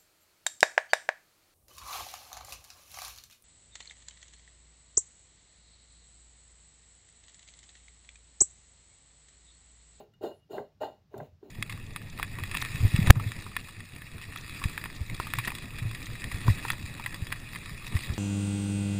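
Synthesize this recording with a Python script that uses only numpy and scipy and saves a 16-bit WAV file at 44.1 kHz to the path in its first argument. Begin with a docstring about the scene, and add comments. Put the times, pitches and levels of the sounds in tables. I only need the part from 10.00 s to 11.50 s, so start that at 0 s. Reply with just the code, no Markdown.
"""Short, woody rubs with a glassy scrape, about three a second: a bottle turned by hand in a wooden cradle.
Each turn is a burst of stick-slip that drives the hollow wood, while grit rings the glass. The bottle
knocks, ticks and chirps as it shifts, the bench thumps, and one turn ends in a thin squeak.
Around it sits a small, quiet workshop with a short tail and a low bed of air."""
import sys
import numpy as np
from scipy import signal
from scipy.fft import rfft, irfft
from scipy.io import wavfile
from scipy.ndimage import uniform_filter1d

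SR = 44100
rng = np.random.default_rng(int(sys.argv[2]) if len(sys.argv) > 2 else 0)


def master_out(mix):
    """Clip the mix to full scale and print it as 16-bit PCM to the path in sys.argv[1]."""
    frames = np.transpose(np.atleast_2d(mix))
    ceiling = np.clip(frames, -1, 1)
    pcm = np.round(ceiling * 32767).astype(np.int16)
    wavfile.write(sys.argv[1], SR, pcm)


N = 66150

# tone of the still air: freq_hz, level_db
AIR_SPECTRUM = [(20, -45), (38, -1.5), (58, 2), (95, 7.5), (150, 5), (250, -6.5), (450, -16), (800, -19.5),
                (1300, -21.5), (2500, -25.5), (5500, -26.5), (9000, -43), (13000, -37.5), (15500, -38)]
# workshop reverb, band by band: upper_edge_hz, t60_s, level_db
REVERB_BANDS = [(597, 0.17, -8.5), (2030, 0.24, -13.5), (4740, .33, -9.5), (8000, 0.4, -10.5),
                (14800, 0.45, -13)]
# tone of the bench rumble: freq_hz, level_db
RUMBLE_SPECTRUM = [(25, -17), (60, -12), (120, -13), (240, 3), (330, -8), (600, 6), (3000, -56.5)]
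# tone of the rasp at the contact: freq_hz, level_db
RASP_SPECTRUM = [(900, -33), (1400, -8.5), (2200, -1), (2750, 0), (3300, -8.5), (3950, 0.5), (4700, -27),
                 (6500, -2.5), (7800, -17.5), (12000, -5), (13300, -41), (14600, 3), (15600, 4)]
# tone of glass clacking on wood: freq_hz, level_db
CLACK_SPECTRUM = [(300, -20), (950, 2), (1170, -8), (1430, 3), (1680, -4), (1950, -3), (2400, -17),
                  (5000, -28), (15000, -55)]
# resonances of the bottle: pitch_hz, width_hz, level_db
GLASS_MODES = [(1415, 50, 1), (1565, 24, -1), (1880, 130, -7), (2855, 28, 2), (3080, 260, -14),
               (3612, 16, 0), (3760, 120, -12), (4120, 100, -5), (7020, 70, -8), (8420, 50, -18),
               (8760, 100, -17), (10180, 70, -23), (11050, 70, -22), (11720, 100, -16), (12200, 120, -13),
               (15020, 110, -15)]
# resonances of the hollow cradle: pitch_hz, width_hz, level_db
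WOOD_MODES = [(216, 35, -5.5), (304, 40, -5), (345, 23, -4), (389.3, 47, -2), (413, 20.7, 3),
              (442.8, 22.7, -1), (507, 44, -6), (612.7, 18.6, 6), (677.4, 21, -0.5), (748.2, 27.3, 2),
              (802.4, 33, 0), (873, 34, -4.5), (1025, 28, -2)]
# soft thumps of the bench: start_s, peak_db, pitch_hz
BENCH_THUMPS = [(0.22, -58, 98), (.535, -48.5, 144.5), (0.598, -50.5, 120), (0.807, -57, 113),
                (1.157, -47, 114), (1.182, -42, 121), (1.215, -37.5, 146), (1.278, -54.5, 90.6),
                (1.325, -53.5, 86)]
# glide of the one squeak: time_s, pitch_hz, level_db
SQUEAK_GLIDE = [(.31, 9950, -94), (.322, 9960, -85), (.352, 10170, -81), (.376, 10240, -81),
                (.397, 10110, -82), (.408, 9980, -105)]
# moments when the glass sings: start_s, attack_s, hold_s, level_db
GLASS_CHIRPS = [(.133, .006, .006, -70), (.25, .012, .014, -63), (.295, .015, .025, -64),
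                (.41, .012, .015, -75), (.818, .014, .012, -53), (.885, .01, .02, -72)]
# grit crushed under the glass: start_s, peak_db, tilt_db_per_octave
GRIT_TICKS = [(.137, -62, -3), (.82, -50, 3), (1.179, -46.5, 3.5)]
# grit scraping the glass: start_s, attack_s, hold_s, fade_s, ring_db, rasp_db, tilt_db_per_octave
GRIT_SCRAPES = [(-.06, 0.033, 0.018, 0.025, -60, -51.5, -2), (0.206, 0.034, 0.024, 0.032, -55.5, -57, -0.5),
                (0.493, .033, 0.047, 0.03, -58, -58.5, -0.5), (0.798, 0.031, 0.004, 0.033, -49, -49, -3),
                (1.09, 0.069, 0.097, 0.021, -75, -61, -3), (1.408, 0.041, 0.055, .03, -78, -70.5, -1.5)]
# the bottle knocking in its cradle: start_s, body_db, body_hz, clack_db, clack_edge_hz
CRADLE_KNOCKS = [(.21, -38.5, 400, -82, 960), (0.238, -27, 347, -70, 1200), (.246, -28.5, 667, -44, 1550),
                 (.274, -36, 547, -76, 1520), (.311, -42.5, 370, -53.5, 1180),
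                 (0.506, -36.5, 387, -80, 1000), (.58, -29.5, 425, -32, 2250), (.812, -27, 546, -49, 1460),
                 (.833, -25, 850, -36, 1680), (1.14, -33, 390, -40.5, 1230), (1.201, -31.5, 680, -39, 2200),
                 (1.428, -42.5, 386, -58, 1180)]
# rubs on the wood, one or two a turn: start_s, attack_s, hold_s, fade_s, rub_db, centre_hz, rumble_db
TURN_RUBS = [(-.06, 0.014, 0.034, 0.029, -42.5, 436, -55), (0.207, 0.019, 0.03, 0.0047, -43, 500, -50),
             (0.231, 0.0067, 0.043, 0.026, -41, 547, -48), (0.485, 0.036, 0.017, 0.021, -48.5, 463, -50),
             (0.523, 0.021, 0.065, 0.025, -41, 593, -48), (0.802, 0.02, 0.016, 0.033, -34, 685, -49),
             (1.098, 0.075, 0.051, 0.024, -49.5, 519, -50.5), (1.407, 0.039, .05, 0.037, -55, 278, -74)]


def undb(db):
    """Decibels to gain."""
    return 10 ** (np.asarray(db) / 20)


def unit(x):
    """Scale to rms 1."""
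    return x / np.sqrt(np.mean(x ** 2) + 1e-30)


def steady(x):
    """Ride the level to near rms 1, as friction holds a vibration at constant strength."""
    power = uniform_filter1d(uniform_filter1d(x ** 2, size=900), size=900)
    return x / np.sqrt(power + 1e-30)


def band(x, hz, width_hz):
    """One resonance, gain 1 at its centre."""
    return signal.lfilter(*signal.iirpeak(hz, hz / width_hz, fs=SR), x)


def ring(x, modes):
    """A body as parallel resonances."""
    return sum(undb(db) * band(x, hz, width_hz) for hz, width_hz, db in modes)


def colour(x, points):
    """Minimum-phase EQ through (freq_hz, level_db) points."""
    hz, db = np.array(points, float).T
    size = 2 * N
    bins_hz = np.maximum(np.fft.rfftfreq(size, 1 / SR), 1)
    gain = undb(np.interp(np.log(bins_hz), np.log(hz), db))
    cepstrum = irfft(np.log(gain))
    cepstrum[1:N] *= 2  # folded forward, so nothing rings ahead of a hit
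    cepstrum[N + 1:] = 0
    return irfft(rfft(x, size) * np.exp(rfft(cepstrum)))[:N]


def tilted(x, db_per_octave):
    """Tilt the three octaves above 2 kHz."""
    return colour(x, [(2000, 0), (16000, 3 * db_per_octave)])


def clicks(per_s, scatter_db):
    """Random tiny slips of uneven size."""
    chance, size, sign = rng.random(N), rng.standard_normal(N), rng.choice([-1, 1], N)
    return (chance < per_s / SR) * sign * undb(scatter_db * size)


def burst(fade_s):
    """Noise with a hard onset and an exponential fade."""
    return rng.standard_normal(N) * np.exp(-np.arange(N) / SR / fade_s)


def envelope(start_s, attack_s, hold_s, fade_s):
    """Smooth rise, hold, then a fade with time constant fade_s."""
    t = np.arange(N) / SR - start_s
    rise = np.sin(np.pi / 2 * np.clip(t / attack_s, 0, 1)) ** 2
    return rise * np.exp(-np.maximum(t - attack_s - hold_s, 0) / fade_s)


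def place_hit(sound, start_s, peak_db):
    """Drop a hit on the timeline at the given peak level."""
    delayed = np.r_[np.zeros(int(start_s * SR)), sound][:N]
    return delayed * undb(peak_db) / np.abs(sound).max()


def room_tone(level_db=-66.5):
    """Still air: a faint, bass-heavy bed of noise."""
    return undb(level_db) * unit(colour(rng.standard_normal(N), AIR_SPECTRUM))


def workshop_reverb(x, predelay_s=0.0033):
    """Add the short diffuse tail of the workshop, each band with its own decay."""
    t = np.arange(N) / SR
    noise = rng.standard_normal(N)
    tail, low_hz = 0, 40
    for high_hz, t60_s, db in REVERB_BANDS:
        wash = signal.sosfilt(signal.butter(3, [low_hz, high_hz], "band", fs=SR, output="sos"), noise)
        decay = unit(np.exp(-np.log(1000) * t / t60_s) * (t > predelay_s)) / np.sqrt(N)
        tail += undb(db) * decay * wash
        low_hz = high_hz
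    return x + signal.fftconvolve(x, tail)[:N]


def bench_thumps():
    """Each bump rings the bench on one low, damped note."""
    tap = signal.unit_impulse(N)
    return sum(place_hit(band(band(tap, hz, 0.28 * hz), hz, hz / 2), start_s, db)
               for start_s, db, hz in BENCH_THUMPS)


def squeak():
    """A thin, nearly pure friction squeak as the glass slows."""
    t = np.arange(N) / SR
    time_s, hz, db = np.array(SQUEAK_GLIDE).T
    phase = 2 * np.pi * np.cumsum(np.interp(t, time_s, hz)) / SR
    level = np.interp(t, time_s, undb(db), left=0, right=0)
    return np.sqrt(2) * level * np.sin(phase)


def glass_chirps(pitch_hz=2860, width_hz=55, fade_s=0.012):
    """Light friction locks on to one ring of the bottle."""
    narrow_noise = band(rng.standard_normal(N), pitch_hz, width_hz)
    voice = steady(band(narrow_noise, pitch_hz, width_hz))
    return voice * sum(undb(db) * envelope(*timing, fade_s) for *timing, db in GLASS_CHIRPS)


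def grit_ticks(rasp_db=-14.5):
    """Crushed grit pings the glass over a short, broad rasp."""
    crush = burst(fade_s=0.004)
    tick = unit(ring(crush, GLASS_MODES)) + undb(rasp_db) * unit(colour(crush, RASP_SPECTRUM))
    return sum(place_hit(tilted(tick, tilt), start_s, db) for start_s, db, tilt in GRIT_TICKS)


def grit_scrapes():
    """Fine grit keeps the glass ringing while it turns, over the rasp of the contact."""
    grit = clicks(per_s=12000, scatter_db=4)
    glass = steady(ring(grit, GLASS_MODES))
    rasp = unit(colour(grit, RASP_SPECTRUM))
    return sum(envelope(*timing) * tilted(undb(ring_db) * glass + undb(rasp_db) * rasp, tilt)
               for *timing, ring_db, rasp_db, tilt in GRIT_SCRAPES)


def cradle(x, edge_hz=940):
    """The hollow wood rings and soaks up the treble."""
    return signal.sosfilt(signal.butter(4, edge_hz, fs=SR, output="sos"), ring(x, WOOD_MODES))


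def cradle_knocks():
    """The bottle shifts and hits the wood: a hollow body with a hard clack on top."""
    wood = cradle(signal.unit_impulse(N))
    bright_clack = colour(burst(fade_s=0.0054), CLACK_SPECTRUM)
    out = 0
    for start_s, body_db, hz, clack_db, edge_hz in CRADLE_KNOCKS:
        body = band(band(wood, hz, 0.17 * hz), hz, 2 * hz)
        clack = signal.sosfilt(signal.butter(3, edge_hz, fs=SR, output="sos"), bright_clack)
        out += place_hit(body, start_s, body_db) + place_hit(clack, start_s, clack_db)
    return out


def bottle_turns(slips_per_s=900, scatter_db=0.5, rumble_lag_s=0.011):
    """Stick-slip drives the cradle; the bench rumbles just behind it."""
    wood = cradle(clicks(slips_per_s, scatter_db))
    rumble = unit(colour(clicks(slips_per_s, scatter_db), RUMBLE_SPECTRUM))
    out = 0
    for start_s, *shape, rub_db, hz, rumble_db in TURN_RUBS:
        rub = steady(band(wood, hz, width_hz=0.49 * hz))
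        out += undb(rub_db) * envelope(start_s, *shape) * rub
        out += undb(rumble_db) * envelope(start_s + rumble_lag_s, *shape) * rumble
    return out


def scene():
    """Friction and hits share the workshop reverb, over the room tone, in mono."""
    air = room_tone()
    friction = bottle_turns() + grit_scrapes() + glass_chirps() + squeak()
    hits = cradle_knocks() + grit_ticks() + bench_thumps()
    return (air + workshop_reverb(friction + hits))[None]


def record(dry):
    """A steep high cut at 15.75 kHz on the whole mix."""
    return signal.sosfilt(signal.ellip(10, .2, 70, 15750, fs=SR, output="sos"), dry)


dry = scene()
out = record(dry)
master_out(out)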